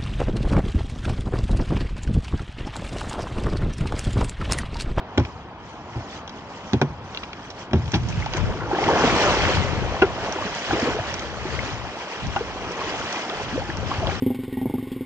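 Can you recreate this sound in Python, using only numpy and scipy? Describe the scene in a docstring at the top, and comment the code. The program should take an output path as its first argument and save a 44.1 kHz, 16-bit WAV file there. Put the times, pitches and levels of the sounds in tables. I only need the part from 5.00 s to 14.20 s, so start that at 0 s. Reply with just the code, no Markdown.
"""A plastic kayak hull booms and cracks as it bumps down a grassy bank into a river and is paddled off.
Struck modes make the hull and the paddle shaft; coloured noise makes brushing grass and sliding.
Damped sines, noise bursts and patchy noise make the water: gurgle, fizz, plops, slaps and gliding tones.
Far traffic hums and wind buffets the two microphone ports on a helmet, both from shaped noise."""
import sys
import numpy as np
from scipy import signal
from scipy.fft import rfft, irfft, next_fast_len
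from scipy.io import wavfile
from scipy.ndimage import uniform_filter1d, map_coordinates

SR = 44100
rng = np.random.default_rng(int(sys.argv[2]) if len(sys.argv) > 2 else 0)


def wav_record(signal):
    """Record a signal, one row per channel, as 16-bit PCM in the file named by sys.argv[1]."""
    frames = np.transpose(np.atleast_2d(signal))
    bounded = np.clip(frames, -1, 1)
    # unit amplitude maps onto the largest positive 16-bit level
    quanta = np.round(bounded * 32767).astype(np.int16)
    wavfile.write(sys.argv[1], SR, quanta)


N = 405719


def amp(db):
    """Decibels to amplitude."""
    return 10 ** (np.asarray(db) / 20)


def unit(x):
    """Scale to an RMS of 1."""
    return x / np.sqrt(np.mean(x ** 2) + 1e-20)


def seconds(duration_s):
    """Sample times of a short sound."""
    return np.arange(int(duration_s * SR)) / SR


def along(points, hz, axis=1):
    """One column of a table read on a log-frequency axis."""
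    table = np.transpose(points)
    return np.interp(np.log(hz + 1), np.log(table[0] + 1), table[axis])


def curves(rows):
    """One value per sample for each column after the time; -120 outside the table."""
    s, *columns = np.transpose(rows)
    return [np.interp(np.arange(N) / SR, s, column, left=-120, right=-120) for column in columns]


def surges(rows, rise_db_per_s, fall_db_per_s):
    """Each surge swells to its level, holds and dies away at steady rates in dB."""
    t = np.arange(N) / SR
    total = np.zeros(N)
    for s, held_s, db in rows:
        rise_db = rise_db_per_s * (t - s)
        fall_db = fall_db_per_s * (s + held_s - t)
        total += amp(db + np.minimum(0, np.minimum(rise_db, fall_db)))
    return total


def wobble(knots_per_s):
    """A smooth random curve through normal random knots."""
    knots = rng.standard_normal(int(N * knots_per_s / SR) + 4)
    return map_coordinates(knots, [np.arange(N) * knots_per_s / SR])


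def filtered(x, response):
    """x times a response of frequency."""
    m = next_fast_len(N + SR // 2)
    return irfft(rfft(x, m) * response(np.fft.rfftfreq(m, 1 / SR)), m)[..., :N]


def patchy(depth_db):
    """Two noises that share patches of random gain in time and pitch."""
    z = signal.stft(rng.standard_normal((2, N)), nperseg=512)[2]
    field = uniform_filter1d(rng.standard_normal(z.shape[1:]), size=5, axis=0)
    field = uniform_filter1d(field, size=4, axis=1)
    return unit(signal.istft(z * amp(depth_db * unit(field)), nperseg=512)[1][:, :N])


def bubbles(count, hz, octaves, cycles, spread_db, rise, size):
    """Two streams of random damped sines; rise lifts their pitch as bubbles near the surface."""
    t = np.arange(size) / SR
    draw = rng.random((count, 3))  # time, loudness, stream
    pitch_hz = np.clip(hz * 2 ** (octaves * rng.standard_normal((count, 1))), 100, 9000)
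    turns = pitch_hz * t
    waves = np.sin(2 * np.pi * turns * (1 + rise * turns / cycles / 2))
    waves *= np.exp(-turns / cycles) * (1 - np.exp(-2 * turns))
    waves *= amp(-spread_db * np.log(1.002 - draw[:, 1:2])) * np.hanning(2 * size)[size:]
    start = (draw[:, :1] * N).astype(int)
    where = start + np.arange(size) + (draw[:, 2:] < 0.5) * (N + size)
    streams = np.bincount(where.ravel(), waves.ravel(), 2 * (N + size)).reshape(2, -1)
    return unit(streams[:, :N])


# Left port against right. Each row: frequency in Hz, likeness 0-1, level in dB, lag in radians.
PORT_PAIR = [(100, 0.95, 1, .05), (640, 0.99, -0.5, 0.25), (1520, 0.73, 1, 0.57), (1850, 0.9, 1.5, 1.1),
             (3275, 0.22, 4, 2.76), (3460, 0.8, -0.5, 4.38), (4600, 0, -12, 3.3), (5730, 0, -5.5, 4.9),
             (6800, 0.04, -16.5, 0.51), (8750, 0.2, -11.5, 1.1)]


def around(pair, spectrum):
    """A broad source: coloured, alike at both ports in the bass and mostly unrelated in the treble."""
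    def mid_side(hz):
        turn = np.arccos(np.clip(along(PORT_PAIR, hz), 0, 1)) / 2
        return amp(along(spectrum, hz)) * [np.cos(turn), np.sin(turn)]
    mid, side = filtered(pair, mid_side)
    return unit(np.array([mid + side, mid - side]))


def add(track, s, sound):
    """Mix a sound in at a time."""
    part = track[round(s * SR):][:len(sound)]
    part += sound[:len(part)]


def crack(t, t60_s, low_hz, high_hz=7500, rise_s=0.00015, order=1):
    """A short burst of band noise with a fast rise and an exponential decay."""
    band = signal.butter(order, [low_hz, max(high_hz, 1.3 * low_hz)], "band", fs=SR, output="sos")
    noise = unit(signal.sosfilt(band, rng.standard_normal(len(t))))
    return noise * amp(-60 * t / t60_s) * (1 - np.exp(-t / rise_s))


def ring(t, hz, db, t60_s, rough, rise=0, scatter_db=3.5):
    """A damped mode of random strength; its phase wanders, as plastic and water do not ring clean."""
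    drift = rough * np.cumsum(rng.standard_normal(len(t))) / np.sqrt(SR * t60_s)
    turns = hz * t * (1 + rise * (t / t60_s - 0.3))
    envelope = amp(db + scatter_db * rng.standard_normal() - 60 * t / t60_s)
    return envelope * np.sin(2 * np.pi * turns + drift) * (1 - np.exp(-t * hz * 1.8))


# Traffic colour. Each row: frequency in Hz, density in dB per Hz.
TRAFFIC_SPECTRUM = [(110, -27), (180, -1), (540, -5), (754, -2), (929, -1.5), (1640, -13), (1920, -16),
                    (3120, -21), (4350, -25.5), (5000, -26), (6500, -68.5), (11000, -120)]


def traffic():
    """Far traffic hums across the water: band noise whose level drifts slowly."""
    return around(patchy(1.5), TRAFFIC_SPECTRUM) * amp(-40 + 0.7 * wobble(3))


# Hull sliding over the ground. Each row: time in seconds, level in dB.
DRAG_LEVEL = [(0.0, -47), (0.17, -43.5), (1.58, -48.5), (1.87, -39.5), (2.28, -47), (2.71, -47.5),
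              (2.9, -27)]
# Sliding colour. Each row: frequency in Hz, density in dB per Hz.
RUMBLE_SPECTRUM = [(20, -25.5), (40, -8), (75, 0), (150, -1.5), (250, -21), (500, -49.5)]


def ground_rumble():
    """The hull slides over the ground: low noise that follows a level curve."""
    level_db, = curves(DRAG_LEVEL)
    return around(patchy(0.99), RUMBLE_SPECTRUM) * amp(level_db)


# Tufts brushing past. Each row: start in seconds, hold in seconds, level in dB.
GRASS_TUFTS = [(0.26, 0.011, -42), (0.45, 0.015, -72), (0.68, 0.056, -44.5), (1.02, 0.082, -40),
               (1.28, 0.034, -40), (1.62, 0.041, -42), (1.84, 0.012, -42.5), (2.2, 0.18, -39),
               (2.52, 0.035, -44.5), (2.78, 0.39, -39)]
# Grass colour. Each row: frequency in Hz, density in dB per Hz.
STEM_SPECTRUM = [(500, -2.5), (1500, -6), (3000, -10), (5000, -9), (9000, -4)]
GRASS_RISE_DB_PER_S, GRASS_FALL_DB_PER_S, GRASS_BED_DB = 90, 91, -56.5


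def grass():
    """Grass brushes the hull: noise and tiny crackles swell with each tuft over a faint bed."""
    brush = surges(GRASS_TUFTS, GRASS_RISE_DB_PER_S, GRASS_FALL_DB_PER_S) + amp(GRASS_BED_DB)
    crackle = bubbles(count=6000, hz=4370, octaves=0.66, cycles=3.4, spread_db=0.5, rise=0, size=100)
    return around(patchy(3.7) + amp(-10) * crackle, STEM_SPECTRUM) * brush * amp(3.6 * wobble(13))


# Bumps and a hard slap of water.
# Each row: time in seconds, level in dB, strongest deep pitch in Hz, deep modes in dB, hardness in dB.
HULL_BLOWS = [(0.1756, -9.5, 103, -6.5, 2), (0.1795, -7, 105, 5, 2), (0.198, -11.5, 98.4, -1.5, -4),
              (0.957, -20.5, 98, 7, -9), (1.733, -4.5, 119, -2.5, -1.5), (1.815, -4.5, 143, -4.5, 3.5),
              (1.8218, -10, 143.5, -3.5, -3), (1.897, -30.5, 121, 9, -10), (2.711, -24.5, 124, -1, 1),
              (2.7329, -7, 127, 6, -2), (2.756, -10, 108.4, 1.5, -17), (2.785, -24, 91.4, 14.5, -18),
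              (2.935, -10, 121.6, -4, -4), (2.945, -10, 120, -9, -0.5), (2.958, -21, 101.3, 8.5, 4)]
# Hull modes. Each row: frequency in Hz, level in dB, t60 in seconds.
HULL_MODES = [(57, -4, 0.21), (83.8, 1.5, 0.19), (117, 3, 0.13), (143.8, 5.5, 0.13), (231.6, 2, 0.11),
              (286, 1.5, 0.093), (358.5, 0.5, 0.085), (472, -4, 0.03), (597, 3.5, 0.052), (726, 2.5, 0.049),
              (845, 0.5, 0.065), (1008, -3.5, 0.071), (1210, 2, 0.013), (1450, -3.5, 0.028),
              (1867, -2.5, 0.024), (2356, -4, 0.019)]
CRACK_DB, CRACK_DB_PER_HARDNESS_DB = -5, 0.91
# the long hull takes a moment to boom; deep modes weaken away from the struck one
BOOM_LAG_S, BOOM_DB_PER_OCTAVE = 0.006, 15


def hull():
    """Bumps and a hard slap of water ring the hollow hull; hardness lifts the modes above 500 Hz and the crack."""
    out, t = np.zeros(N), seconds(1 / 3)
    for s, db, boom_hz, boom_db, hard_db in HULL_BLOWS:
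        for hz, mode_db, t60_s in HULL_MODES:
            if hz < 200:
                off_db = BOOM_DB_PER_OCTAVE * abs(np.log2(hz / boom_hz))
                level_db = db + boom_db - off_db + mode_db - 6.5
                add(out, s + BOOM_LAG_S, ring(t, hz, level_db, t60_s, rough=1.3, scatter_db=4))
            else:
                level_db = db + mode_db - 8 + (hard_db - 7) * (hz > 500)
                add(out, s, ring(t, hz, level_db, t60_s, rough=3.13, scatter_db=2.5))
        snap = crack(t, 0.0065, low_hz=900, high_hz=6000, rise_s=0.00045)
        add(out, s, amp(db + CRACK_DB + CRACK_DB_PER_HARDNESS_DB * hard_db) * snap)
    return out


# Stems, drops and one sharp hull crack.
# Each row: time in seconds, level in dB, band centre in Hz, t60 in seconds.
SHORT_TICKS = [(0.2496, -28, 2000, 0.02), (1.2765, -27.5, 3860, 0.017), (1.294, -29.5, 3640, 0.018),
               (2.1474, -26, 2870, 0.015), (2.173, -23.5, 2820, 0.013), (2.2336, -29, 2430, 0.032),
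               (2.331, -23.5, 2570, 0.012), (2.502, -31.5, 4530, 0.051), (2.7328, -15.5, 1710, 0.0068),
               (2.857, -31, 3160, 0.013), (2.94, -20.5, 3120, 0.066), (2.952, -26.5, 5650, 0.086),
               (3.034, -31.5, 5100, 0.012), (3.086, -29, 5850, 0.087), (3.2605, -20.5, 2760, 0.0077),
               (3.336, -9, 3180, 0.0057), (3.3694, -14, 7560, .014), (3.2, -28, 5500, 0.021),
               (3.101, -25, 7300, 0.02), (2.878, -30, 3100, 0.014), (2.918, -21.5, 6600, 0.036),
               (3.84, -19.5, 3000, 0.017), (5.293, -26, 5550, 0.013), (5.324, -14.5, 5650, 0.011),
               (5.55, -17.5, 6150, 0.012), (5.798, -21.5, 5240, 0.029), (6.141, -18.5, 5300, 0.018),
               (6.194, -16, 6100, 0.011), (7.391, -26.5, 3230, 0.015), (7.269, -23.5, 5400, 0.0098),
               (7.7196, -21, 5100, 0.01), (8.771, -17, 5600, 0.0063), (8.1263, -20.5, 4540, 0.024),
               (8.2965, -22, 2650, 0.012), (9.0705, -20.5, 2860, 0.01)]
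TICK_BODY_DB = -12.5


def ticks():
    """Stems, drops and a sharp hull crack tick: a short noise burst over a duller, longer one."""
    out, t = np.zeros(N), seconds(1 / 5)
    for s, db, hz, t60_s in SHORT_TICKS:
        tick = crack(t, t60_s, hz / 1.24, hz * 1.64, order=2)
        body = crack(t, 2 * t60_s, low_hz=800, high_hz=2200)
        add(out, s, amp(db) * (tick + amp(TICK_BODY_DB) * body))
    return out


# Large bubbles. Each row: time in seconds, level in dB, pitch in Hz.
BUBBLE_PLOPS = [(2.2313, -25.5, 1220), (3.2238, -20, 2100), (3.262, -17, 834), (3.347, -17.5, 342),
                (3.378, -19.5, 974), (2.938, -18, 1666), (3.1267, -25.5, 2550), (3.494, -25, 666),
                (3.713, -14.5, 830), (3.73, -10, 360), (3.786, -10, 757), (3.749, -20, 1700),
                (3.838, -18, 2120), (3.887, -7.5, 910), (4.039, -8.5, 274), (5.386, -17.5, 898),
                (5.423, -16, 1120), (5.467, -21.5, 1820), (5.73, -11, 324), (5.751, -22, 493),
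                (5.826, -11, 268), (5.874, -10.5, 500), (5.708, -13, 790), (5.709, -14, 1564),
                (5.886, -17, 308), (5.988, -15, 664), (6.452, -18, 359), (6.591, -14, 2070),
                (7.408, -15.5, 455), (7.815, -17.5, 1094), (8.399, -18, 810), (8.577, -13, 504),
                (8.69, -20.5, 326), (8.701, -18.5, 1770), (8.915, -13.5, 1115), (7.94, -18, 784),
                (8.91, -23.5, 285), (9.071, -17, 642), (9.091, -17.5, 807)]
PLOP_T60_AT_500_HZ_S, PLOP_T60_POWER = 0.05, 0.71  # smaller bubbles die sooner


def plops():
    """Single large bubbles: damped tones that rise in pitch."""
    out, t = np.zeros(N), seconds(1 / 5)
    for s, db, hz in BUBBLE_PLOPS:
        t60_s = PLOP_T60_AT_500_HZ_S * (hz / 500) ** -PLOP_T60_POWER
        add(out, s, ring(t, hz, db, t60_s, rough=2, rise=0.19, scatter_db=0))
    return out


# Flow along the hull. Each row: time in seconds, gurgle level in dB.
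WASH_LEVEL = [(2.6, -56), (3.1, -45), (3.36, -36), (3.58, -44), (3.8, -27), (4.02, -21.5), (4.2, -22),
              (4.42, -23.5), (4.6, -28), (5.06, -30.5), (5.4, -29), (5.66, -36.5), (5.74, -29.5),
              (5.9, -32), (6.31, -36), (6.63, -34.5), (7.1, -37.5), (7.45, -36), (7.7, -32), (7.95, -31.5),
              (8.35, -32), (8.65, -38), (8.95, -32), (9.1, -43), (9.2, -53)]
# White water from dive and strokes. Each row: start in seconds, hold in seconds, fizz level in dB.
FOAM_SURGES = [(3.08, 0.04, -43.5), (3.35, 0.016, -33), (4.06, 0.095, -23.5), (4.33, 0.14, -24.5),
               (5.35, 0.078, -42.5), (5.62, 0.19, -27), (6.12, 0.027, -36), (6.5, 0.17, -32.5),
               (7.1, 0.23, -34), (7.9, 0.26, -30.5), (8.45, 0.13, -34), (9.1, 0.028, -29)]
# Gurgle colour. Each row: frequency in Hz, density in dB per Hz.
GURGLE_SPECTRUM = [(80, -14), (200, 0.5), (400, 3), (900, 2), (1500, -4.5), (2500, -8.5), (5000, -16)]
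# Fizz colour. Each row: frequency in Hz, density in dB per Hz.
FIZZ_SPECTRUM = [(400, -7.5), (1200, 2.5), (2000, 0), (3500, -4), (5500, -3.5), (9000, 1.5)]
FOAM_RISE_DB_PER_S, FOAM_FALL_DB_PER_S = 49.5, 50
FOAM_BED_DB = -5  # against the gurgle


def water():
    """The wash along the hull: noise carrying many mid-size bubbles, and a fizz of tiny ones."""
    gurgle_db, = curves(WASH_LEVEL)
    white = surges(FOAM_SURGES, FOAM_RISE_DB_PER_S, FOAM_FALL_DB_PER_S) + amp(gurgle_db + FOAM_BED_DB)
    slosh_db = wobble(13)
    glugs = bubbles(count=3500, hz=853, octaves=0.86, cycles=4.6, spread_db=0.5, rise=0.17, size=700)
    foam = bubbles(count=20000, hz=3954, octaves=0.776, cycles=7.4, spread_db=2, rise=0.3, size=240)
    gurgle = around(patchy(0.54) + amp(-12.5) * glugs, GURGLE_SPECTRUM)
    fizz = around(patchy(3) + amp(-6.5) * foam, FIZZ_SPECTRUM)
    return gurgle * amp(gurgle_db + 0.5 * slosh_db) + fizz * white * amp(slosh_db + 0.77 * wobble(30))


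# Wind strength. Each row: time in seconds, level in dB.
WIND_LEVEL = [(2.82, -37), (3.01, -23), (3.33, -30.5), (3.5, -27.5), (3.8, -43.5), (4.04, -30),
              (4.7, -27.5), (5.66, -42.5), (5.73, -36), (6.74, -38), (7.0, -51), (7.13, -63), (7.24, -32),
              (7.62, -41), (8.05, -37.5), (8.22, -56), (8.38, -38.5), (8.99, -32.5), (9.2, -27.5)]
# Lean of the wind as the head turns. Each row: time in seconds, left over right in dB.
WIND_LEAN = [(2.8, 0.5), (4.2, 5), (4.7, 12.5), (5.4, -11), (6.6, 14), (7.6, -6), (8.4, -1), (9.2, 11)]
# Buffet colour. Each row: frequency in Hz, density in dB per Hz.
BUFFET_SPECTRUM = [(15, -28), (35, -10), (60, -8), (120, -7.5), (200, -16.5), (400, -28), (1000, -56.5)]


def wind():
    """Lumpy low noise, partly shared by the ports; the windward port changes as the head turns."""
    (level_db,), (lean_db,) = curves(WIND_LEVEL), curves(WIND_LEAN)
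    own_db = np.array([wobble(14), wobble(14)])
    lumps = amp(3.5 * own_db + 2.9 * wobble(9.3))
    noises = rng.standard_normal((3, N))
    left, right, common = filtered(noises, lambda hz: amp(along(BUFFET_SPECTRUM, hz)))
    buffets = unit(lumps * (np.array([left, right]) + 0.82 * common))
    return buffets * amp(level_db + np.clip([lean_db, -lean_db], -20, 20) / 2)


# Water on the hull. Each row: time in seconds, level in dB, pitch in Hz.
WATER_SLAPS = [(2.992, -12.5, 86), (3.026, -9, 106.5), (3.173, -9, 123.7), (3.191, -8, 84.5),
               (3.43, -32, 126), (4.767, -11.5, 77), (5.451, -22.5, 196), (5.997, -15, 98),
               (6.731, -14, 111.4), (7.259, -19, 134.5), (7.302, -22, 73), (8.782, -14.5, 142),
               (8.983, -6.5, 90.5)]


def slaps():
    """Water slaps the hull: dull, low damped tones."""
    out, t = np.zeros(N), seconds(1 / 5)
    for s, db, hz in WATER_SLAPS:
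        add(out, s, ring(t, hz, db, t60_s=0.064, rough=0.94, scatter_db=2))
    return out


# Swarms of big bubbles from dive and strokes. Each row: start in seconds, hold in seconds, level in dB.
CHURN_SURGES = [(3.36, 0.041, -34), (3.5, 0.15, -36), (3.72, 0.019, -31.5), (3.88, 0.035, -23.5),
                (4.02, 0.12, -24), (4.3, 0.12, -29), (5.73, 0.018, -28), (5.86, 0.041, -30.5),
                (9.03, 0.079, -30)]
CHURN_RISE_DB_PER_S, CHURN_FALL_DB_PER_S = 200, 106


def churn():
    """Trapped air breaks up into dense, overlapping bubbles, summed to one stream."""
    swarm = bubbles(count=6000, hz=580, octaves=0.8, cycles=3, spread_db=1.6, rise=0.25, size=900)
    return unit(swarm.sum(0)) * surges(CHURN_SURGES, CHURN_RISE_DB_PER_S, CHURN_FALL_DB_PER_S)


# Air pockets closing behind blade and hull.
# Each row: start in seconds, length in seconds, level in dB, first pitch in Hz, last pitch in Hz.
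POCKET_GLIDES = [(3.798, 0.0352, -23, 492, 820), (3.857, .06, -19, 315.6, 485),
                 (5.938, 0.036, -23.5, 390, 443), (8.525, .038, -21.5, 197, 330),
                 (8.611, 0.013, -24.5, 590, 795), (9.018, 0.025, -21, 748, 613)]


def glides():
    """Each air pocket sings an unsteady gliding tone that swells until it closes, then dies fast."""
    out = np.zeros(N)
    for s, length_s, db, from_hz, to_hz in POCKET_GLIDES:
        u = np.arange(round(1.3 * length_s * SR)) / (length_s * SR)  # 1 where the pocket closes
        jitter = 0.37 * uniform_filter1d(rng.standard_normal(len(u)), size=200)
        pitch_hz = from_hz * (to_hz / from_hz) ** u * (1 + jitter)
        swell_db = np.minimum(9 * (u - 1), 120 * (1 - u))
        tone = np.sin(2 * np.pi * np.cumsum(pitch_hz) / SR)
        add(out, s, amp(db + swell_db) * (1 - np.exp(-8 * u)) * tone)
    return out


# Paddle shaft on the hull. 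Each row: time in seconds, level in dB, crack in dB against it.
SHAFT_RAPS = [(5.0175, -12, -28), (5.021, -5, -22), (5.032, -18, -34), (7.362, -14, -18)]
# Shaft modes. Each row: frequency in Hz, level in dB, t60 in seconds.
SHAFT_MODES = [(372, 1, 0.098), (770, 1, 0.064), (1003, 13.5, 0.019), (1416, -4.5, 0.08),
               (2023, -10, 0.075), (2700, -2.5, 0.016), (3440, -19, 0.012)]


def paddle():
    """The paddle shaft raps the hull: short rough modes and a noise crack."""
    out, t = np.zeros(N), seconds(1 / 3)
    for s, db, crack_db in SHAFT_RAPS:
        knock = sum(ring(t, hz, mode_db, t60_s, rough=3.9) for hz, mode_db, t60_s in SHAFT_MODES)
        snap = crack(t, 0.0094, low_hz=700, high_hz=4000)
        add(out, s, amp(db - 9) * knock + amp(db + crack_db + 6) * snap)
    return out


def scattered(x):
    """Near sounds reach each port also by a short, separate scatter off deck, body and helmet."""
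    t = seconds(1 / 12)
    tails = np.array([crack(t, 0.04, low_hz=1100), crack(t, 0.04, low_hz=1100)])
    tails /= np.linalg.norm(tails[0])
    return x + amp(-10) * signal.fftconvolve(x[None], tails, axes=1)[:, :N]


def scene():
    """Near sounds with their scatter, plus the broad sources."""
    near = hull() + ticks() + plops() + slaps() + churn() + glides() + paddle()
    return traffic() + ground_rumble() + grass() + scattered(near) + water() + wind()


# Microphone response. Each row: frequency in Hz, gain in dB.
MICROPHONE_RESPONSE = [(20, -14.5), (50, 0.5), (5500, 0.5), (6300, -2.5), (7000, -8), (7800, -17),
                       (8600, -24.5), (9000, -24)]
TOP_HZ = 8775


def record(dry):
    """The left port lags and is duller; the microphone falls off steeply above its band."""
    def ports(hz):
        band = amp(along(MICROPHONE_RESPONSE, hz)) / (1 + (hz / TOP_HZ) ** 60)
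        left = amp(along(PORT_PAIR, hz, axis=2)) * np.exp(-1j * along(PORT_PAIR, hz, axis=3))
        return band * np.array([left, np.ones_like(hz)])
    dry = dry / (1 + np.abs(dry / 0.8) ** 4) ** (1 / 4)  # the loudest blows saturate softly
    return filtered(dry, ports)


dry = scene()
out = record(dry)
wav_record(out)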